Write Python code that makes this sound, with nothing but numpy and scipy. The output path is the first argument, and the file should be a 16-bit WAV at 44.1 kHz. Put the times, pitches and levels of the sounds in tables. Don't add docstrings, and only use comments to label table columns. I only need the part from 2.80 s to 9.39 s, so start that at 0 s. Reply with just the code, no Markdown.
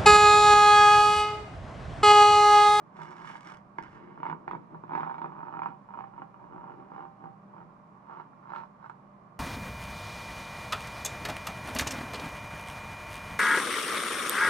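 import sys
import numpy as np
from scipy import signal
from scipy.fft import rfft, irfft, next_fast_len
from scipy.io import wavfile
from scipy.ndimage import uniform_filter1d, map_coordinates

SR = 44100
rng = np.random.default_rng(int(sys.argv[2]) if len(sys.argv) > 2 else 0)


def inscribe(sig):
    pcm = np.round(np.clip(np.atleast_2d(sig).T, -1, 1) * 32767)
    wavfile.write(sys.argv[1], SR, pcm.astype(np.int16))


N = 290663
TIME = np.arange(N) / SR

# (time [s], level [dB], desktop re level [dB], scuff re level [dB])
KNOCKS = [(0.281, -39, -1, -16), (0.315, -37, -6.5, -17), (0.446, -36.5, -10, -16), (0.5, -35, -8.5, -10),
          (0.554, -34.5, -21, -13), (0.985, -24.5, 1, -14.5), (1.376, -36, 1.5, -27.5),
          (1.402, -36.5, 10.5, -16.5), (1.431, -22.5, -11.5, -18), (1.454, -24.5, -15.5, -23),
          (1.465, -23, -3.5, -18), (1.4981, -24, -7, -14), (1.5135, -28.5, -16, -19),
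          (1.5267, -26, 0.5, -29.5), (1.553, -39, -8.5, -23), (1.679, -23.5, -3.5, -15),
          (1.711, -24.5, -3.5, -14), (1.7323, -29, 2, -25), (1.75, -29.5, -3, -21.5),
          (1.946, -34.5, 1.5, -29), (2.037, -33.5, 7.5, -22.5), (2.094, -33.5, 3.5, -20.5),
          (2.1086, -29, -1.5, -28), (2.119, -26.5, 0.5, -24), (2.1337, -28, 6, -16.5),
          (2.151, -22, 0, -14.5), (2.163, -31, -7.5, -18), (2.176, -24, -2.5, -30),
          (2.1978, -28.5, -6.5, -22.5), (2.206, -25, 2.5, -16.5), (2.222, -35, -2.5, -22),
          (2.2319, -21, -8.5, -26), (2.248, -30, -7, -20), (2.266, -28, -11.5, -26.5),
          (2.274, -28.5, -10.5, -34), (2.296, -24.5, -11.5, -24), (2.311, -28, -19.5, -19),
          (2.343, -29, -6, -18), (2.355, -36, -12, -18.5), (2.382, -31, -6.5, -14.5), (2.417, -26, 0, -20),
          (2.4434, -25, 1.5, -23), (2.458, -30, 3.5, -20), (2.52, -37, -10, -25), (2.605, -32, -6, -31),
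          (2.629, -35, -3, -34.5), (2.669, -33.5, -3.5, -30.5), (2.683, -32, -5, -21.5),
          (2.739, -29, -13.5, -37), (2.75, -34, -8, -20.5), (2.769, -32, 1, -24.5),
          (2.792, -25.5, -3.5, -21.5), (2.8187, -23, -12.5, -22), (2.833, -26.5, -11, -17.5),
          (2.859, -21, -18, -24.5), (2.8686, -33.5, -9.5, -18), (3.0877, -40, -5, -35),
          (3.1059, -37.5, -2.5, -29), (3.138, -33, -6, -30), (3.1445, -36.5, -2.5, -41.5),
          (3.174, -33.5, 2, -19.5), (3.1888, -29, -17, -23.5), (3.2068, -29.5, -13, -21),
          (3.2398, -33.5, -10, -25), (3.337, -40, 5, -31), (3.379, -36.5, -3, -24),
          (3.4192, -29, -5.5, -25), (3.543, -40.5, -3, -22), (3.841, -35, -12.5, -31.5),
          (3.877, -38.5, -2, -27), (3.897, -34, -7.5, -33), (3.999, -39.5, -5.5, -25), (4.118, -35, 6, -33),
          (4.18, -34, 1.5, -20), (4.252, -36, -7.5, -26), (4.457, -37.5, -4, -28), (4.737, -42.5, -3, -20),
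          (4.765, -40, -5, -22), (4.781, -40.5, -2, -18), (5.297, -34, -8.5, -28), (5.399, -32.5, -8, -17),
          (5.533, -44.5, -11, -27), (5.655, -41.5, -13, -31), (5.72, -30.5, -5, -19),
          (5.735, -28.5, -11.5, -19), (5.7485, -36, -15, -9), (5.761, -31.5, -23, -7.5),
          (5.773, -36, -16, -13), (5.783, -36, -9, -10), (5.801, -39, -14, -10), (5.812, -36.5, -11, -17),
          (5.835, -35, -12, -15), (6.043, -35, -16, -19.5), (6.0605, -36.5, -14, -20),
          (6.097, -30, -19, -22.5), (6.1148, -52, -7, -29)]


def knocks():
    # (time [s], frequency factor [ratio])
    pitch_drift = [(1.7, 1.0425), (3.4, 1.003)]
    out = np.zeros(N)
    for start, db, desk_db, scuff_db in KNOCKS:
        pitch = np.interp(start, *np.transpose(pitch_drift))
        add(out, start, amp(db) * (ruler_ring(pitch) + amp(desk_db) * desk_ring()))
        add(out, start, amp(db + scuff_db) * scuff())
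    return out


def ruler_ring(pitch=1):
    # (frequency [Hz], level [dB], T60 [s])
    modes = [(899, 7, 0.026), (1016, 8.5, 0.011), (1169, -5, 0.015), (1330.5, -6.5, 0.03),
             (1530, -22.5, 0.052), (1810, -24.5, 0.054), (2100, -28, 0.0081), (3270, -38.5, 0.013)]
    wave = ring(np.array(modes) * [pitch, 1, 1], scatter_db=2.5, detune=0.027, attack_s=0.00058)
    return wave / np.abs(signal.hilbert(wave)).max()


def desk_ring():
    # (frequency [Hz], level [dB], T60 [s])
    modes = [(163, -21.5, 0.23), (185.1, -20.5, 0.12), (245.6, -16, 0.05), (279.2, -23, 0.096),
             (310.9, -15, 0.054), (348.4, -20.5, 0.1), (391.6, -23.5, 0.052), (440, -23.5, 0.05),
             (507.5, -30, 0.11), (602, -34, 0.4), (944.7, -22, 0.11), (1130, -33, 0.16)]
    return ring(modes, scatter_db=2, detune=.002, attack_s=.0008)


def ring(modes, scatter_db, detune, attack_s):
    t = np.arange(SR // 4) / SR
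    hz, db, t60 = np.transpose(modes)[:, :, None]
    size, shift = rng.standard_normal((2, len(modes), 1))
    decays = amp(db + scatter_db * size - 60 * t / t60)
    waves = decays * np.sin(2 * np.pi * hz * (1 + detune * shift) * t)
    return waves.sum(0) * (1 - np.exp(-t / attack_s)) ** 2


def scuff(t60_s=.026, attack_s=.0004):
    # (frequency [Hz], relative spectral density [dB])
    spectrum = [(700, -6.5), (1250, 7.5), (1550, 6), (1950, 7), (2400, -3), (2750, -9), (3300, -13.5),
                (4100, -21), (5500, -26.5), (8000, -38), (12000, -55)]
    t = np.arange(SR // 10) / SR
    colour = amp(along(spectrum, np.fft.rfftfreq(len(t), 1 / SR)))
    grain = irfft(rfft(rng.standard_normal(len(t))) * colour)
    return unit(grain) * amp(-60 * t / t60_s) * (1 - np.exp(-t / attack_s))


def chatter(spots=6, roughness_db=-4):
    chatter_db, rumble_db, scuff_db = strokes()
    force = slips() + amp(roughness_db) * rng.standard_normal(N)
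    ruler_drive = amp(chatter_db - 3.5) * force * sticking()
    desk_drive = amp(rumble_db - 2) * force
    scuff_drive = amp(scuff_db + 1) * ruler_drive
    spot = rng.integers(spots, size=N)
    out = np.zeros(N)
    for k in range(spots):
        responses = ruler_ring(), desk_ring(), scuff()
        for drive, wave in zip((ruler_drive, desk_drive, scuff_drive), responses):
            out += signal.oaconvolve(drive * (spot == k), wave / np.linalg.norm(wave))[:N]
    return out


def strokes():
    # (time [s], duration [s], chatter [dB], desk rumble [dB], scuff [dB])
    pushes = [(0.197, 0.032, -45.5, -48, -16), (0.27, 0.296, -50, -54.5, -14),
              (0.663, 0.081, -50.5, -55, -11), (1.036, 0.018, -53.5, -52.5, 0.5),
              (1.14, 0.69, -60, -53, -10), (1.466, 0.063, -45.5, -44, -24), (1.723, 0.03, -52, -46.5, -11),
              (1.936, 0.019, -51, -46, -18.5), (2.145, 0.105, -35.5, -44, -14),
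              (2.304, 0.26, -50.5, -53.5, -22.5), (2.53, 0.23, -46.5, -50, -21),
              (2.83, 0.058, -45.5, -46.5, -18.5), (3.147, 0.097, -49.5, -54.5, -14.5),
              (3.374, 0.036, -52.5, -52.5, -15.5), (3.601, 0.15, -55, -55.5, -23),
              (3.741, 0.19, -47.5, -50.5, -23.5), (3.996, 0.039, -54, -48, -15),
              (4.113, 0.13, -46.5, -53, -18.5), (4.436, 0.022, -47.5, -50.5, -20.5),
              (4.739, 0.071, -54, -55.5, -18), (5.304, 0.09, -45.5, -57, -17),
              (5.693, 0.105, -43, -56.5, -15), (6.037, 0.0097, -51.5, -63, -17.5)]
    starts, lengths, chatter_db, rumble_db, scuff_db = np.transpose(pushes)
    slopes = dict(rise_db_per_s=257.5, fall_db_per_s=298)
    return (swells(starts, lengths, chatter_db, rest_db=-86, **slopes),
            swells(starts, lengths, rumble_db, rest_db=-75.5, **slopes),
            np.interp(TIME, starts + lengths / 2, scuff_db))


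def slips(count=1500, jitter=.3, spread_db=2.6):
    # (time [s], rate [1/s])
    slip_rate = [(1.501, 118), (2.25, 130), (2.65, 70), (4.4, 60), (5.3, 85), (5.8, 88.4)]
    gap, size = rng.standard_normal((2, count))
    rate = np.interp(TIME, *np.transpose(slip_rate))
    onsets = np.searchsorted(np.cumsum(rate) / SR, np.cumsum(np.exp(jitter * gap)))
    heights = amp(spread_db * np.clip(size, -2, 1.5))
    pulses = np.bincount(onsets[onsets < N], heights[onsets < N], N)
    return unit(pulses / np.sqrt(rate))


def sticking(held_gain=.45):
    gain = np.ones(N)
    for start, *_ in KNOCKS:
        gain[round((start - .008) * SR):round((start + .002) * SR)] = held_gain
    return uniform_filter1d(gain, size=64)


def overhang(contact, bending_q=15, cross_hz=2910, cross_q=29):
    # (time [s], cross-mode boost [dB], then frequency [Hz] and boost [dB]
    positions = np.array([(1.0, 4, 1630, 7.5, 2140, 6, 4700, 6), (1.499, 11.5, 1660, -1, 2220, 5, 3450, 2),
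                          (1.72, -3, 1670, -1, 2270, 4.5, 3620, 4),
                          (2.3, 3.5, 1650, 0.5, 2380, 7.5, 3660, 7.5),
                          (2.8, 8, 1347, 6.5, 2477, 10.5, 4430, 4.5),
                          (3.4, 12, 1366, 2, 2480, 7, 4300, -2.5),
                          (4.299, 6.5, 1374, 0, 2380, 2.5, 4020, -4.5),
                          (5.75, 1, 1386, 6, 2420, 1, 4120, 8), (6.1, 5, 1530, 6.5, 2350, -5, 4010, 12)])
    out = contact.copy()
    for (_, cross_db, *bending), selector in zip(positions, np.eye(len(positions))):
        faded = contact * np.interp(TIME, positions[:, 0], selector)
        out += resonance(faded, cross_hz, cross_db, cross_q)
        for hz, db in zip(bending[::2], bending[1::2]):
            out += resonance(faded, hz, db, bending_q)
    return out


def slide():
    # (time [s], duration [s], level [dB])
    glides = [(0.188, 0.14, -56.5), (0.366, 0.06, -55.5), (0.466, 0.045, -49), (0.665, 0.032, -52),
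              (1.036, 0.024, -65.5), (1.088, 0.065, -65.5), (5.745, 0.053, -64), (6.042, 0.016, -71)]
    hiss_db = swells(*np.transpose(glides), rise_db_per_s=317, fall_db_per_s=247, rest_db=-82.5)
    grain = unit(amp(2.6 * wobble(130) + 3.8 * wobble(600)))
    return filtered(amp(hiss_db) * grain * rng.standard_normal(N), edge_colour)


def ticks(boost_db=17.5, t60_s=0.012, attack_s=0.00056, highpass_hz=3500):
    # (time [s], relative level [dB])
    skips = [(0.563, -56), (0.569, -52), (0.578, -58), (0.6075, -52), (0.6305, -57), (0.648, -57),
             (0.672, -48.5), (0.685, -57), (0.704, -57), (0.721, -51), (0.738, -56), (0.745, -52.5),
             (0.7704, -56.5), (0.9832, -56.5), (1.025, -53), (1.0353, -55.5), (6.097, -61.5)]
    t = np.arange(SR // 30) / SR
    bursts = np.zeros(N)
    for start, db in skips:
        envelope = amp(db + boost_db - 60 * t / t60_s) * (1 - np.exp(-t / attack_s))
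        add(bursts, start, envelope * rng.standard_normal(len(t)))
    return filtered(bursts, lambda hz: edge_colour(hz) * 1j * hz / (1j * hz + highpass_hz))


def edge_colour(hz):
    # (frequency [Hz], relative spectral density [dB])
    rasp = [(500, -26), (950, 2), (1400, 3), (2000, -2.5), (2700, -13.5), (4200, -20), (5100, -25.5),
            (6200, -22.5), (8000, -26.5), (10000, -33.5), (12500, -44.5)]
    # (frequency [Hz], bandwidth [Hz], boost [dB])
    peaks = [(1630, 120, 4), (2220, 180, 7), (2943, 90, 12), (3440, 120, 6.5), (4820, 220, 6),
             (5500, 480, 9.5)]
    peaks_db = sum(db / (1 + (2 * (hz - centre) / width) ** 2) for centre, width, db in peaks)
    return unit(amp(along(rasp, hz) + peaks_db))


def desk_body(wood):
    # (frequency [Hz], bandwidth [Hz], gain [dB])
    bands = [(540, 90, -5), (690, 200, -4.5), (850, 70, -3.5), (926, 14, 5), (978, 16, 3.5), (1062, 20, 4),
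             (1210, 45, 4.5), (1372, 40, 2), (1655, 50, 2.5), (1950, 160, -5), (4700, 900, 1.5)]
    for hz, width, db in bands:
        wood = wood + resonance(wood, hz, db, hz / width)
    return wood


def panel(wood, t60_s=.36):
    # (time [s], frequency [Hz], boost [dB])
    mode = [(1.5, 793, 9), (2.1, 805, 10), (2.2, 784, 14.5), (2.7, 791, 14), (2.83, 790.7, 15),
            (2.98, 775, 18), (3.15, 788.7, 13), (4.28, 785.7, 20.5), (4.7, 784, 14), (5.4, 771, 6.5)]
    times, hz, db = np.transpose(mode)
    carrier = np.exp(2j * np.pi * np.cumsum(np.interp(TIME, times, hz)) / SR)
    pole = np.exp(-np.log(1000) / (t60_s * SR))
    # shift the mode to 0 Hz, smooth, shift back
    drive = (amp(np.interp(TIME, times, db)) - 1) * wood / carrier
    return 2 * np.real(carrier * signal.lfilter([1 - pole], [1, -pole], drive))


def shoves(t60_s=0.37, attack_s=0.0088):
    # (time [s], level [dB])
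    pushes = [(.21, -66), (.73, -60), (1.0, -56), (1.08, -62), (1.48, -59.5), (1.69, -60.5), (4.78, -66)]
    spectrum = [(20, -7), (50, 2), (110, 5), (300, -47), (1000, -120)]  # (frequency [Hz], gain [dB])
    t = np.arange(SR // 2) / SR
    envelope = np.zeros(N)
    for start, db in pushes:
        add(envelope, start, amp(db - 60 * t / t60_s) * (1 - np.exp(-t / attack_s)))
    rumble = filtered(rng.standard_normal(N), lambda hz: amp(along(spectrum, hz)))
    return envelope * unit(rumble)


def room(source, places=12, hop=128):
    # (frequency [Hz], T60 [s])
    decay = [(150, 0.18), (800, 0.21), (2000, 0.15), (9000, 0.14)]
    out = np.zeros((2, N))
    place = np.linspace(0, places - 1, N)
    for k in range(places):
        hz, _, noise = signal.stft(rng.standard_normal((2, SR // 3)), SR, nperseg=2 * hop)
        t = np.arange(noise.shape[-1]) * hop / SR
        tail = signal.istft(noise * amp(-60 * t / along(decay, hz)[:, None]), SR, nperseg=2 * hop)[1]
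        tail = np.pad(tail / np.linalg.norm(tail[0]), ((0, 0), (SR // 250, 0)))
        crossfade = np.maximum(1 - np.abs(place - k), 0)
        out += signal.oaconvolve((source * crossfade)[None], tail, axes=1)[:, :N]
    return out


def fan():
    # (frequency [Hz], relative spectral density [dB])
    spectrum = [(20, -29), (40, -9.5), (90, -18.5), (170, 5), (250, -4.5), (500, -11), (850, -6.5),
                (1120, -2), (1350, -15), (2000, -23), (3300, -38.5), (5000, -41.5), (7000, -46.5),
                (12000, -54)]
    # (frequency [Hz], correlation [ratio])
    coherence = [(60, 0.58), (100, 0.91), (180, 0.88), (320, 0.54), (550, 0.73), (960, 0), (2900, 0.099)]
    # (frequency [Hz], level [dB])
    tones = [(119.5, -70), (145, -71.5), (198.7, -64.5), (596.5, -72.5), (795, -75.5), (1093, -78),
             (1390, -80.5), (2385, -90)]
    # (frequency [Hz], left minus right [dB])
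    balance = [(60, -2.5), (300, -1), (520, -3.5), (800, -3.5), (1200, -7.5), (1900, -0.5), (8000, -1.5)]

    def mid_side_gains(hz):
        angle = np.arccos(np.clip(along(coherence, hz), -1, 1)) / 2
        return amp(along(spectrum, hz)) * [np.cos(angle), np.sin(angle)]

    mid, side = filtered(rng.standard_normal((2, N)), mid_side_gains)
    rush = amp(-55.5) * unit(np.array([mid + side, mid - side]))
    hum = np.zeros(N)
    for hz, db in tones:
        amplitude = np.sqrt(2) * amp(db + 2.95 * wobble(5.6))
        hum += amplitude * np.sin(2 * np.pi * hz * TIME + 0.13 * wobble(3.5))
    return filtered(rush + hum, lambda hz: sides(balance, hz))


def swells(starts, lengths, levels_db, rise_db_per_s, fall_db_per_s, rest_db):
    level = np.full(N, float(rest_db))
    for start, length, db in zip(starts, lengths, levels_db):
        before = np.maximum(start - TIME, 0)
        after = np.maximum(TIME - start - length, 0)
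        level = np.maximum(level, db - rise_db_per_s * before - fall_db_per_s * after)
    return level


def resonance(x, hz, db, q):
    return (amp(db) - 1) * signal.lfilter(*signal.iirpeak(hz, q, SR), x)


def amp(db):
    return 10 ** (np.asarray(db) / 20)


def unit(x):
    return x / np.sqrt(np.mean(x ** 2) + 1e-20)


def along(points, hz):
    frequencies, values = np.transpose(points)
    return np.interp(np.log(hz + 1), np.log(frequencies), values)


def wobble(rate):
    return map_coordinates(rng.standard_normal(int(N * rate / SR) + 4), [TIME * rate])


def filtered(x, response):
    size = next_fast_len(N + SR // 2)
    return irfft(rfft(x, size) * response(np.fft.rfftfreq(size, 1 / SR)), size)[..., :N]


def sides(balance, hz):
    return amp(np.outer([.5, -.5], along(balance, hz)))


def add(track, start_s, sound):
    part = track[max(round(start_s * SR), 0):][:len(sound)]
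    part += sound[:len(part)]


def scene(desk_cut_hz=142):
    # (frequency [Hz], lead of the left channel [rad])
    lead = [(100, 4), (160, 0.66), (220, -0.65), (360, -0.5), (430, 1.5), (650, 5), (760, 2), (1300, 1.3),
            (1650, 2), (2400, 1.37), (5000, 1.5)]
    # (frequency [Hz], left minus right [dB])
    balance = [(140, -4.5), (270, -2), (370, 11), (500, -12), (800, -6.5), (1250, -6), (2000, -6.5),
               (4000, -1.5), (10000, -3.5)]
    # (frequency [Hz], gain [dB])
    scatter = [(200, -3), (1000, -9.5), (2200, -3.5), (6000, 0)]
    low_cut = signal.butter(3, desk_cut_hz, 'high', fs=SR, output='sos')
    wood = desk_body(overhang(knocks() + chatter()) + slide())
    wood = signal.sosfilt(low_cut, wood + panel(wood))
    skips = ticks()
    direct = filtered(wood + skips, lambda hz: np.exp(1j * np.outer([.5, -.5], along(lead, hz))))
    walls = room(filtered(wood + .5 * skips, lambda hz: amp(along(scatter, hz))))
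    return filtered(direct + walls + shoves(), lambda hz: sides(balance, hz)) + fan()


def record(dry, top_hz=13000):
    return filtered(dry, lambda hz: 1 / np.sqrt(1 + (hz / top_hz) ** 40))


dry = scene()
out = record(dry)
inscribe(out)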